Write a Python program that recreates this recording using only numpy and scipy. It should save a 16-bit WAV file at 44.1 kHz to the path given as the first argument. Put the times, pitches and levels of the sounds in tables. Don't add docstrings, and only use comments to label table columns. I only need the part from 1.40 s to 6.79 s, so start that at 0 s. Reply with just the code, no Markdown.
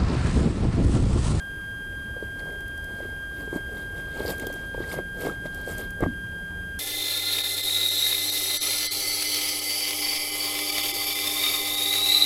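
import sys
import numpy as np
from scipy import signal
from scipy.io import wavfile
from scipy.ndimage import uniform_filter1d

SR = 44100
rng = np.random.default_rng(int(sys.argv[2]) if len(sys.argv) > 2 else 0)


def unload_audio(sound):
    columns = np.transpose(np.atleast_2d(sound))
    steps = np.round(np.clip(columns, -1, 1) * 32767)
    wavfile.write(sys.argv[1], SR, steps.astype(np.int16))


N = 237699
TIME_S = np.arange(N) / SR

# (crest [s], length [s], gurgle [dB], splash [dB], spray [dB])
WAVES = [(0.84, 0.12, -42, -72, -69), (1.002, 0.034, -50, -54.5, -61), (1.093, 0.32, -40.5, -69, -66),
         (1.616, 0.55, -41.5, -66, -66), (2.011, 0.17, -40, -61, -60.5), (2.161, 0.098, -32, -59.5, -56),
         (2.383, 0.32, -39.5, -62, -61), (2.59, 0.18, -40, -62, -62), (2.803, 0.24, -34.5, -52, -58.5),
         (2.902, 0.11, -29, -45, -44), (3.023, 0.094, -34, -53, -53.5), (3.135, 0.6, -42, -58.5, -61.5),
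         (3.433, 0.2, -37, -56, -62), (3.53, 0.1, -35.5, -46, -47.5), (3.584, 0.058, -28, -61, -61),
         (3.823, 0.083, -38, -53, -48), (3.866, 0.13, -25.5, -47.5, -51.5), (4.063, 0.061, -34, -56, -60),
         (4.184, 0.34, -44, -62, -65), (4.313, 0.12, -34, -52.5, -47.5), (4.407, 0.15, -37, -52.5, -54.5),
         (4.638, 0.057, -25.5, -55, -63)]
# (gurgle [dB], splash [dB], spray [dB])
CALM_DB = (-54.5, -75.5, -80.5)
# (frequency [Hz], relative density [dB])
GURGLE_SPECTRUM = [(130, -0.5), (220, -2.5), (400, 3), (580, -0.5), (850, -12.5), (1300, -29.5),
                   (1800, -27), (2300, -17.5), (3200, -60)]
SPLASH_SPECTRUM = [(900, 6), (1400, -1), (2200, -2.5), (2900, 0.5), (4000, 4.5), (4900, -8.5), (5700, -8),
                   (7500, -8.5)]
SPRAY_SPECTRUM = [(4500, -3), (6000, -13), (7800, -0.5), (9800, -5.5), (11500, -1), (13000, 2),
                  (15500, -19)]
# (centre [Hz], width [Hz], added gain [ratio])
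HOLLOWS = [(1110, 62, 0.46), (1270, 40, 1.7), (2136, 160, 1.03), (4920, 260, 0.6), (9130, 590, 0.28)]
# (multiple [ratio], level [dB])
WHINE_HARMONICS = [(1, -36), (2, -51.5), (3, -71), (4, -74.5), (5, -75), (6, -74)]
SURGES_S = [0.277, 0.563, 0.763, 1.022, 1.071, 1.378, 1.825, 2.168, 2.258, 2.586, 2.935, 3.055, 4.836,
            4.947, 5.187]
# (frequency [Hz], level [dB])
THIN_TONES = [(8079, -71.5), (11089, -61)]
# (frequency [Hz], relative band gain [dB])
RUMBLE_SPECTRUM = [(20, -15.5), (40, -0.5), (80, -2.5), (130, -11), (300, -16), (600, -26), (1200, -31),
                   (2300, -37.5), (3700, -43.5), (6000, -46), (8500, -45.5), (10500, -39), (12500, -44),
                   (15500, -48)]
# (time [s], level [dB], pocket pitch [Hz])
SLAPS = [(0.765, -29, 493), (0.825, -22.5, 416), (1.604, -28, 550), (1.652, -27, 382), (2.076, -26.5, 416),
         (2.128, -20.5, 353), (2.16, -15, 290), (2.804, -16, 423), (2.851, -19, 513), (2.884, -28, 480),
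         (3.039, -31, 437), (3.069, -20.5, 410), (3.101, -23, 534), (3.346, -19.5, 500), (3.378, -20, 464),
         (3.403, -22, 340), (3.54, -20, 570), (3.588, -12, 550), (3.858, -19, 336), (3.869, -14, 487),
         (4.056, -23.5, 416), (4.275, -21.5, 527), (4.296, -30, 452), (4.606, -16, 490),
         (4.623, -13.5, 377)]
# (time [s], level [dB], pitch [Hz])
PLINKS = [(0.995, -35, 4400), (2.798, -31, 3650), (2.861, -26, 4720), (2.869, -28, 4700),
          (2.88, -22.5, 4630), (2.905, -28, 4800), (2.998, -34, 2160), (3.069, -27, 3300),
          (3.345, -28.5, 910), (3.439, -32, 1900), (3.516, -30, 2210), (3.897, -24.5, 1300)]
# (time [s], level [dB])
DROPS = [(1.2057, -36), (1.2794, -37), (1.3766, -36.5), (1.4421, -33.5), (2.904, -30.5), (2.9806, -30),
         (2.9971, -25), (3.0678, -22.5), (3.1265, -31), (3.1387, -33), (4.1455, -30), (4.2132, -36),
         (4.3807, -25), (4.5052, -34), (4.6052, -34)]
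# (time [s], level [dB])
HUM_CURVE = [(2.6, -75), (3.3, -55), (4.3, -48.5), (4.8, -46), (5.39, -49)]
# (time [s], level [dB], hardness cutoff [Hz])
KNOCKS = [(4.621, -16.5, 500), (4.628, -21, 1810), (4.6364, -16.5, 2000), (4.642, -37, 2020),
          (4.661, -17, 660)]
# (frequency [Hz], gain [dB], t60 [s])
FLOAT_MODES = [(94, -4.5, 0.13), (170, -6, 0.1), (300, -1.5, 0.14), (395, -6.5, 0.028), (655, 1.5, 0.014),
               (930, -7.5, 0.02), (1154, -2.5, 0.023), (1874, -10.5, 0.026), (2110, -10.5, 0.017)]
# (time [s], level [dB], start pitch [Hz], initial fall [Hz/s], t60 [s])
GULPS = [(4.660, -11.5, 331, 3020, .12), (4.689, -15, 278, 4000, 0.043)]


def from_db(db):
    return 10 ** (np.asarray(db) / 20)


def unit_rms(x):
    return x / np.sqrt(np.mean(x ** 2) + 1e-20)


def db_at(spectrum, hz):
    points_hz, points_db = np.transpose(spectrum)
    return np.interp(np.log(hz), np.log(points_hz), points_db)


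def drift(rate_hz):
    hop, settle = 40, 2000
    pole = np.exp(-2 * np.pi * rate_hz * hop / SR)
    noise = rng.standard_normal(N // hop + settle + 2)
    slow = signal.lfilter([1], [1, -2 * pole, pole ** 2], noise)[settle:]
    return np.interp(np.arange(N) / hop, np.arange(len(slow)), unit_rms(slow))


def filtered(x, hz, kind, order=2):
    sos = signal.butter(order, np.clip(hz, 10, .45 * SR), kind, fs=SR, output="sos")
    return signal.sosfilt(sos, x + 1e-18)


def ring(clicks, hz, t60_s):
    r, w = 1000 ** (-1 / (t60_s * SR)), 2 * np.pi * hz / SR
    return signal.lfilter([0, np.sin(w)], [1, -2 * r * np.cos(w), r * r], clicks + 1e-18)


def tone(hz, rms_db, wander_hz):
    pitch_hz = hz + wander_hz * drift(1.8)
    return np.sqrt(2) * from_db(rms_db) * np.sin(2 * np.pi * np.cumsum(pitch_hz) / SR)


def add(out, start_s, sound):
    i = round(start_s * SR)
    out[i:i + len(sound)] += sound[:N - i]


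def bubbles(spectrum, per_s, spread_db, t60_cycles, swarm_db, pitches):
    out = 0
    for hz in np.geomspace(spectrum[0][0], spectrum[-1][0], pitches):
        strength = from_db(spread_db * np.minimum(rng.exponential(1, N), 3)) * rng.choice([-1, 1], N)
        born = rng.random(N) < per_s / pitches / SR
        swarm = from_db(swarm_db * np.clip(drift(12), -2, 1.5))
        rings = filtered(ring(strength * born * swarm, hz, t60_cycles / hz), hz / 2, "high")
        out += from_db(db_at(spectrum, hz)) * np.sqrt(hz) * unit_rms(rings)
    return unit_rms(out)


def wave_envelope(crest_s, length_s, build_share=0.55, edge_db=-15):
    phase = (TIME_S - crest_s) / length_s
    return from_db(edge_db * np.maximum(-phase / build_share, phase / (1 - build_share)))


def lapping(gurgle_db=-1, splash_db=4.5, spray_db=7):
    power = from_db(CALM_DB)[:, None] ** 2
    for crest_s, length_s, *levels_db in WAVES:
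        power = power + np.outer(from_db(levels_db), wave_envelope(crest_s, length_s)) ** 2
    gurgle, splash, spray = np.sqrt(power)
    gurgle *= bubbles(GURGLE_SPECTRUM, per_s=1800, spread_db=2, t60_cycles=10.8, swarm_db=-.5, pitches=16)
    splash *= bubbles(SPLASH_SPECTRUM, per_s=3200, spread_db=3.5, t60_cycles=22, swarm_db=2, pitches=16)
    spray *= bubbles(SPRAY_SPECTRUM, per_s=5000, spread_db=4.2, t60_cycles=24, swarm_db=3, pitches=14)
    return from_db(gurgle_db) * gurgle + from_db(splash_db) * splash + from_db(spray_db) * spray


def hollows(water):
    out = water
    for hz, width_hz, gain in HOLLOWS:
        r, w = np.exp(-np.pi * width_hz / SR), 2 * np.pi * hz / SR
        resonance = signal.lfilter([1, 0, -1], [1, -2 * r * np.cos(w), r * r], water)
        out = out + gain * (1 - r * r) / 2 * resonance
    return out


def whine(pitch_hz=1602.6, surge_s=0.021, surge_db=1.63, flutter_db=0.42, swell_db=1):
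    surging = sum((TIME_S > start_s) & (TIME_S < start_s + surge_s) for start_s in SURGES_S)
    surge = uniform_filter1d(surging.astype(float), size=200)
    drive = from_db(surge_db * surge + flutter_db * drift(45))
    octave_db = swell_db * drift(2.8)
    harmonics = 0
    for multiple, db in WHINE_HARMONICS:
        amplitude = np.sqrt(2) * from_db(db + octave_db * (multiple == 2))
        harmonics += amplitude * np.sin(2 * np.pi * (multiple * pitch_hz * TIME_S + rng.random()))
    return drive * harmonics + sum(tone(hz, db, wander_hz=0.15) for hz, db in THIN_TONES)


def ticking(per_s=38, tick_db=-56, uneven_db=5, rebound_s=0.00373):
    onsets = (np.arange(0, N / SR, 1 / per_s) * SR).astype(int)
    clicks = np.zeros(N)
    clicks[onsets] = from_db(tick_db + uneven_db * np.clip(rng.standard_normal(len(onsets)), -2, 1))
    clicks += .5 * np.roll(clicks, round(rebound_s * SR))
    return (ring(clicks, hz=2050, t60_s=.007) - ring(clicks, hz=2420, t60_s=.009)
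            + ring(clicks, hz=2830, t60_s=.014))


def rumble(rms_db=-39.5, waver_db=2.5):
    edges_hz = 20 * 2 ** np.arange(0, 10.1, .5)
    white = rng.standard_normal((2, N))
    air = 0
    for k, (low_hz, high_hz) in enumerate(zip(edges_hz, edges_hz[1:])):
        band_db = db_at(RUMBLE_SPECTRUM, np.sqrt(low_hz * high_hz))
        gain = from_db(band_db + waver_db * drift(14.4) * (low_hz < 1000))
        air += gain * filtered(white[k % 2], [low_hz, high_hz], "band", order=3)
    return from_db(rms_db) * unit_rms(air)


def slaps(gain_db=5, rise_s=0.00079, glide_per_s=1.5, churn_db=-17, churn_s=0.0049, cutoff_hz=1000):
    out, t = np.zeros(N), TIME_S[:SR // 10]
    ref_cycles, ref_db, halving_db = 8.1, -21, 15
    for start_s, db, hz in SLAPS:
        t60_cycles = ref_cycles * 2 ** ((ref_db - db) / halving_db)
        pocket = np.sin(2 * np.pi * hz * t * (1 + glide_per_s * t)) * from_db(-60 * t * hz / t60_cycles)
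        churn = unit_rms(filtered(rng.standard_normal(len(t)), [250, 1000], "band"))
        churn *= from_db(churn_db) * np.exp(-t / churn_s)
        attack = 1 - np.exp(-t / rise_s)
        add(out, start_s, from_db(db + gain_db) * attack * (pocket + churn))
    return filtered(out, cutoff_hz, "low")


def plinks(gain_db=-1, t60_cycles=34):
    out, click = np.zeros(N), signal.unit_impulse(SR // 20)
    for start_s, db, hz in PLINKS:
        add(out, start_s, from_db(db + gain_db) * ring(click, hz, t60_cycles / hz))
    return out


def drops(gain_db=-4, rise_s=0.00051, decay_s=0.0032, highpass_hz=6500):
    out, t = np.zeros(N), TIME_S[:SR // 20]
    envelope = (1 - np.exp(-t / rise_s)) * np.exp(-t / decay_s)
    for start_s, db in DROPS:
        noise = unit_rms(filtered(rng.standard_normal(len(t)), highpass_hz, "high", order=1))
        add(out, start_s, from_db(db + gain_db) * envelope * noise)
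    return out


def distant_hum(pitch_hz=176.4):
    level_db = np.interp(TIME_S, *np.transpose(HUM_CURVE))
    return tone(pitch_hz, level_db + drift(1), wander_hz=0.83)


def float_knocks(scatter_db=1):
    out, click = np.zeros(N), signal.unit_impulse(SR // 3)
    for start_s, db, hardness_hz in KNOCKS:
        body = 0
        for k, (hz, mode_db, t60_s) in enumerate(FLOAT_MODES):
            body += (-1) ** k * from_db(mode_db + rng.normal(0, scatter_db)) * ring(click, hz, t60_s)
        add(out, start_s, from_db(db) * filtered(body, hardness_hz, "low"))
    return out


def gulps(rise_s=0.0053):
    out, t = np.zeros(N), TIME_S[:SR // 5]
    for start_s, db, start_hz, fall_hz_per_s, t60_s in GULPS:
        pitch_hz = start_hz * np.exp(-fall_hz_per_s * t / start_hz)
        envelope = from_db(db - 60 * t / t60_s) * (1 - np.exp(-t / rise_s))
        add(out, start_s, envelope * np.sin(2 * np.pi * np.cumsum(pitch_hz) / SR))
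    return out


def scene():
    water = hollows(lapping()) + slaps() + plinks() + float_knocks() + gulps() + drops()
    return (water + whine() + ticking() + rumble() + distant_hum())[None]


def record(dry):
    cutoff_hz = 15450
    return signal.sosfilt(signal.ellip(12, .1, 90, cutoff_hz, fs=SR, output="sos"), dry)


dry = scene()
out = record(dry)
unload_audio(out)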